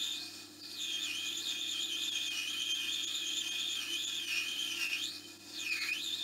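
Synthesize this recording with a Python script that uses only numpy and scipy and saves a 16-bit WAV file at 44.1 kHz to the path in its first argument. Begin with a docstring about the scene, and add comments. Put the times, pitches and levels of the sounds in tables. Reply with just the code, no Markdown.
"""A small lathe parts a brass rod in a workshop, heard from close by. The chip shears off in thousands of tiny
segments a second: a rough squeal that falls as the feed deepens, and rises and fades as it eases. The chip hisses
on the tool, and steel resonances ring at fixed pitches. The motor hums at multiples of its magnetic pull and
rumbles, the bearings and belt whirr, and a faint squeak grazes the rod. The noise dips briefly now and then."""
import sys
import numpy as np
from scipy import signal
from scipy.fft import rfft, irfft, next_fast_len
from scipy.io import wavfile
from scipy.ndimage import map_coordinates

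SR = 44100
rng = np.random.default_rng(int(sys.argv[2]) if len(sys.argv) > 2 else 0)


def store_pcm(level_fs):
    """Save levels as 16-bit WAV."""
    pcm = np.round(np.clip(level_fs, -1, 1) * 32767).astype(np.int16)
    wavfile.write(sys.argv[1], SR, np.atleast_2d(pcm).T)


N = 274743
SECONDS = np.arange(N) / SR


def amp(db):
    """Gain of a level in dB."""
    return 10 ** (np.asarray(db) / 20)


def unit(x):
    """x at rms 1."""
    return x / np.sqrt(np.mean(x ** 2))


def along(points, hz):
    """Read a curve of (Hz, value) points on a log frequency axis."""
    point_hz, value = np.transpose(points)
    return np.interp(np.log(hz + 1), np.log(point_hz + 1), value)


def wobble(rate_hz):
    """A smooth random curve through rate_hz random knots a second."""
    knots = rng.standard_normal(int(N * rate_hz / SR) + 4)
    return map_coordinates(knots, [np.arange(N) * rate_hz / SR])


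def filtered(x, response):
    """x times a response of frequency, zero-padded by at least half a second."""
    size = next_fast_len(N + SR // 2)
    spectrum = rfft(x, size) * response(np.fft.rfftfreq(size, 1 / SR))
    return irfft(spectrum, size)[..., :N]


def ringing(modes, hz):
    """A flat path plus causal resonances: their powers add, and the phase is that of their complex sum."""
    peaks = np.array([amp(level_db) * 1j * hz * width_hz / (mode_hz ** 2 - hz ** 2 + 1j * hz * width_hz)
                      for mode_hz, width_hz, level_db in modes])
    gain = np.sqrt(1 + np.sum(abs(peaks) ** 2, axis=0))
    return gain * np.exp(1j * np.angle(1 + peaks.sum(axis=0)))


def spindle():
    """Angle of the chuck in radians, 0 as its first jaw faces the listener."""
    turns_hz, first_jaw_s = 3.0, 0.05
    return 2 * np.pi * turns_hz * (SECONDS - first_jaw_s)


def cut(hush, waver=0.012, flutter_db=1.4, lopsided=0.33):
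    """Chip segments snap off at an uneven rate (squeal), and the chip rubs on the tool face (hiss)."""
    # hand feed, heard as the shearing rate; a thicker chip breaks more slowly: time_s, rate_hz
    feed_curve = [(0, 3503), (.13, 3547), (.3, 4890), (.4, 5200), (.6, 4800), (.72, 4550), (.8, 3580),
                  (.96, 3150), (1.03, 3505), (1.1, 2800), (1.2, 3229), (1.4, 3485), (1.435, 4350),
                  (1.47, 3550), (1.53, 3270), (1.7, 3526), (1.77, 3120), (1.85, 3507), (1.93, 3140),
                  (2.06, 3563), (2.16, 3150), (2.24, 3386), (2.36, 2876), (2.46, 2946), (2.52, 3238),
                  (2.57, 2998), (2.63, 3188), (2.77, 3190), (2.86, 2950), (2.93, 3440), (3.05, 3280),
                  (3.15, 3458), (3.31, 3174), (3.37, 3475), (3.46, 3083), (3.53, 3330), (3.74, 3400),
                  (3.84, 2800), (3.96, 3150), (4.02, 3488), (4.18, 3323), (4.32, 2790), (4.45, 2901),
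                  (4.5, 3220), (4.56, 3030), (4.63, 3180), (4.75, 2960), (4.82, 2704), (4.96, 2852),
                  (5.05, 3560), (5.15, 4800), (5.21, 5400), (5.52, 5200), (5.56, 4290), (5.61, 3400),
                  (5.68, 2588), (5.78, 2200), (5.87, 2125), (5.95, 2750), (6.03, 3784), (6.12, 3507),
                  (6.17, 3895), (6.23, 3340)]
    # how firmly the tool bites; it backs out twice and re-enters: time_s, bite_db
    bite_curve = [(0, 1), (.14, -2.5), (.28, -9), (.32, -17), (.4, -31), (.55, -40), (.62, -8.5),
                  (.72, -7.5), (.8, -2), (.95, -1.5), (1.1, 0), (1.85, -1.5), (2.05, 0.5), (2.2, -1),
                  (2.45, 0.5), (3.2, -.5), (3.38, 0.5), (4.2, -0.5), (4.331, 3), (4.45, -1.5), (4.6, 0),
                  (4.78, 1), (4.825, 3), (4.88, 0.5), (5.05, -1), (5.15, -4.5), (5.2, -12), (5.26, -27),
                  (5.5, -27), (5.546, -3.5), (5.65, -2), (5.8, 0), (5.92, -0.5), (6.03, -2.5), (6.23, -3)]
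    # each chip thickness, before bite and body: rate_hz, squeal_db, rub_db, rate_scatter (fraction)
    chip = [(2101, -44.5, -45.5, .11), (2695, -44.5, -47.5, 0.05), (3049, -44, -48.5, .05),
            (3498, -43.5, -52, .07), (4102, -45.5, -51, .085), (4805, -46, -50, .12), (5400, -47, -46, .12)]
    # shape of one snap: multiple, level_db (relative), jaw_db (swell per unit of the jaw pattern)
    overtones = [(1, 1.5, 0.7), (2, -4.5, 4), (3, -8, 1.5), (4, -10, 0)]
    # broad response of the machine to a force at the tool tip: frequency_hz, gain_db
    body = [(300, -35), (1000, -8.5), (2100, -5.5), (3300, -0.5), (5000, -2), (6800, -4), (7700, -14),
            (10300, -15.5), (12700, -16), (15500, -11)]

    feed_hz = np.interp(SECONDS, *np.transpose(feed_curve))
    bite_db = np.interp(SECONDS, *np.transpose(bite_curve))
    chip_hz, *chip_columns = np.transpose(chip)
    squeal_db, rub_db, scatter = [np.interp(feed_hz, chip_hz, column) for column in chip_columns]

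    # the dips calm the fast scatter, so the squeal turns clearer
    rate_hz = feed_hz * (1 + scatter * hush * wobble(1500) + waver * wobble(60))
    phase = 2 * np.pi * np.cumsum(rate_hz) / SR

    # three jaws throw the treble towards the listener, one jaw more than the others
    angle = spindle()
    jaws = np.cos(3 * angle) + 0.3 * np.cos(6 * angle) + lopsided * np.cos(angle)

    # the shape of the snap keeps changing, so each overtone flutters by itself
    snaps = sum(amp(level_db + jaw_db * jaws + flutter_db * wobble(16)) * np.cos(multiple * phase)
                for multiple, level_db, jaw_db in overtones)
    # segments differ in size, which spreads a rough skirt around the lowest line
    sizes = 0.29 * hush * wobble(1300) * np.cos(0.93 * phase)
    squeal_gain = amp(bite_db + squeal_db + 2.23 * hush * wobble(300))
    squeal = squeal_gain * (unit(snaps) + sizes)

    rub_gain = amp(bite_db + rub_db + 0.072 * jaws + 1.4 * wobble(15) + 1.6 * wobble(400))
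    rub = rub_gain * rng.standard_normal(N)
    return filtered(np.array([squeal, rub]), lambda hz: amp(along(body, hz)))


def whirr():
    """Bearing and belt noise: broad, shaped hiss with a slow and a fast flutter."""
    # colour of bearings and belt: frequency_hz, density_db (relative, per Hz)
    whirr_colour = [(410, -48), (700, -8.5), (1200, -16.5), (2100, -19.5), (3700, -8), (5200, -5),
                    (6100, -8.5), (7700, -13), (10300, -27.5), (12700, -27), (15500, -22)]
    noise = amp(1.97 * wobble(14) + 1.25 * wobble(200)) * rng.standard_normal(N)
    return amp(-60.5) * unit(filtered(noise, lambda hz: amp(along(whirr_colour, hz))))


def motor(hush):
    """Rumble of motor casing and bench: slowly swelling noise in the casing's resonances."""
    # colour of the rumble: frequency_hz, density_db (relative, per Hz)
    rumble_colour = [(25, -49), (60, -23.5), (120, -26), (170, -21), (280, -11), (410, -19), (700, -26),
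                     (1200, -32), (2500, -30)]
    # resonances of the casing: frequency_hz, width_hz, level_db (over the rumble)
    casing_modes = [(155, 13, 8), (255, 45, -1), (336.7, 11.2, 18.5), (344, 8.3, -5), (539, 28, 6.5),
                    (744, 30, 3.5)]
    noise = hush * amp(0.84 * wobble(5.23)) * rng.standard_normal(N)
    rumble = filtered(noise, lambda hz: amp(along(rumble_colour, hz)) * ringing(casing_modes, hz))
    return amp(-58.5) * unit(rumble)


def hum():
    """The motor's magnetic pull: steady pitches at its multiples, each wavering a little in level."""
    # tones of the pull: multiple, level_db (rms, before the waver)
    hum_tones = [(1, -71.5), (2, -73.5), (3, -63.5), (4, -80), (6, -97), (7, -79)]
    pull_hz, waver_db = 100.07, 1.6
    phase = 2 * np.pi * pull_hz * SECONDS
    total = 0
    for multiple, level_db in hum_tones:
        gain = np.sqrt(2) * amp(level_db + waver_db * wobble(10))
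        total = total + gain * np.sin(multiple * phase + rng.uniform(0, 2 * np.pi))
    return total


def dips():
    """Gain that sinks for a few hundredths of a second, in bell-shaped notches."""
    # brief dips of the noise: centre_s, depth_db
    dip_table = [(.623, -12), (2.108, -13), (2.296, -12), (2.735, -14), (3.061, -15), (3.503, -12),
                 (4.059, -11), (4.264, -10), (4.884, -7), (5.384, -7), (5.706, -10), (5.8, -13),
                 (5.917, -12)]
    width_s = 0.009
    return amp(sum(depth_db * np.exp(-((SECONDS - centre_s) / width_s) ** 2)
                   for centre_s, depth_db in dip_table))


def graze():
    """The tool grazes the rod as it backs out: a faint squeak of narrow-band noise that swells and fades."""
    # squeaks: centre_s, width_s, pitch_hz, band_hz, level_db (rms at the peak, before the room)
    squeaks = [(5.255, .045, 3090, 60, -58)]
    total = 0
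    for centre_s, width_s, pitch_hz, band_hz, level_db in squeaks:
        band = filtered(rng.standard_normal(N), lambda hz: np.exp(-((hz - pitch_hz) / band_hz) ** 2))
        total = total + amp(level_db) * np.exp(-((SECONDS - centre_s) / width_s) ** 2) * unit(band)
    return total


def shop(x, wet_db=-6, count=3):
    """Direct sound plus diffuse tails; the turning chuck keeps changing which paths the sound takes."""
    # decay of splash guard and walls: frequency_hz, t60_s
    decay = [(200, 0.93), (2000, 0.24), (6000, 0.072), (15000, 0.21)]
    # quarter-second noise tails, each frequency fading at its own pace
    hz, tail_s, bins = signal.stft(rng.standard_normal((count, SR // 4)), SR, nperseg=256)
    fade = amp(-60 * tail_s / along(decay, hz)[:, None])
    tails = signal.istft(bins * fade, SR, nperseg=256)[1]
    wet = 0
    for k, tail in enumerate(tails):
        sent = x * np.cos(spindle() / 2 + np.pi * k / count)
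        wet = wet + signal.fftconvolve(sent, tail[None] / np.linalg.norm(tail), axes=1)
    return x + amp(wet_db) * wet[:, :N]


def scene():
    """Cut and bearings ring the same steel; the motor hums beside them."""
    # resonances of tool, post and rod: frequency_hz, width_hz, level_db (over the broad response)
    steel_modes = [(1336, 67, 14), (1591, 37, 12.5), (1740, 69, 16.5), (1760, 72, 7), (1945, 27, 11.5),
                   (2310, 11, 4), (2485, 21.1, 28), (2614, 73, 8), (2770, 11, 5.5), (3162, 90, 7.5),
                   (3240, 69, 0.5), (3530, 54, -3.5), (3597, 83, 10.5), (3700, 134, 5.5), (4070, 120, 2),
                   (4345, 380, 8.5), (4720, 510, 6.5), (5320, 44, 7.5), (6500, 72, 7.5), (7048, 180, 14),
                   (8400, 140, 12.5), (9000, 230, 13.5), (9580, 160, 10.5), (11330, 256, 17),
                   (13700, 380, 1), (14370, 290, 8.5), (15200, 600, -4)]
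    hush = dips()
    squeal, rub = cut(hush)
    squeal, hiss = filtered(np.array([squeal, rub + whirr()]), lambda hz: ringing(steel_modes, hz))
    squeal, hiss = shop(np.array([squeal + graze(), hiss]))
    # hiss and rumble take the full dip, the squeal barely sinks and the hum holds
    return (squeal * hush ** 0.12 + hiss * hush + motor(hush) + hum())[None]


def record(dry):
    """Nothing is kept above the band limit."""
    top_hz = 15730
    return filtered(dry, lambda hz: hz < top_hz)


dry = scene()
out = record(dry)
store_pcm(out)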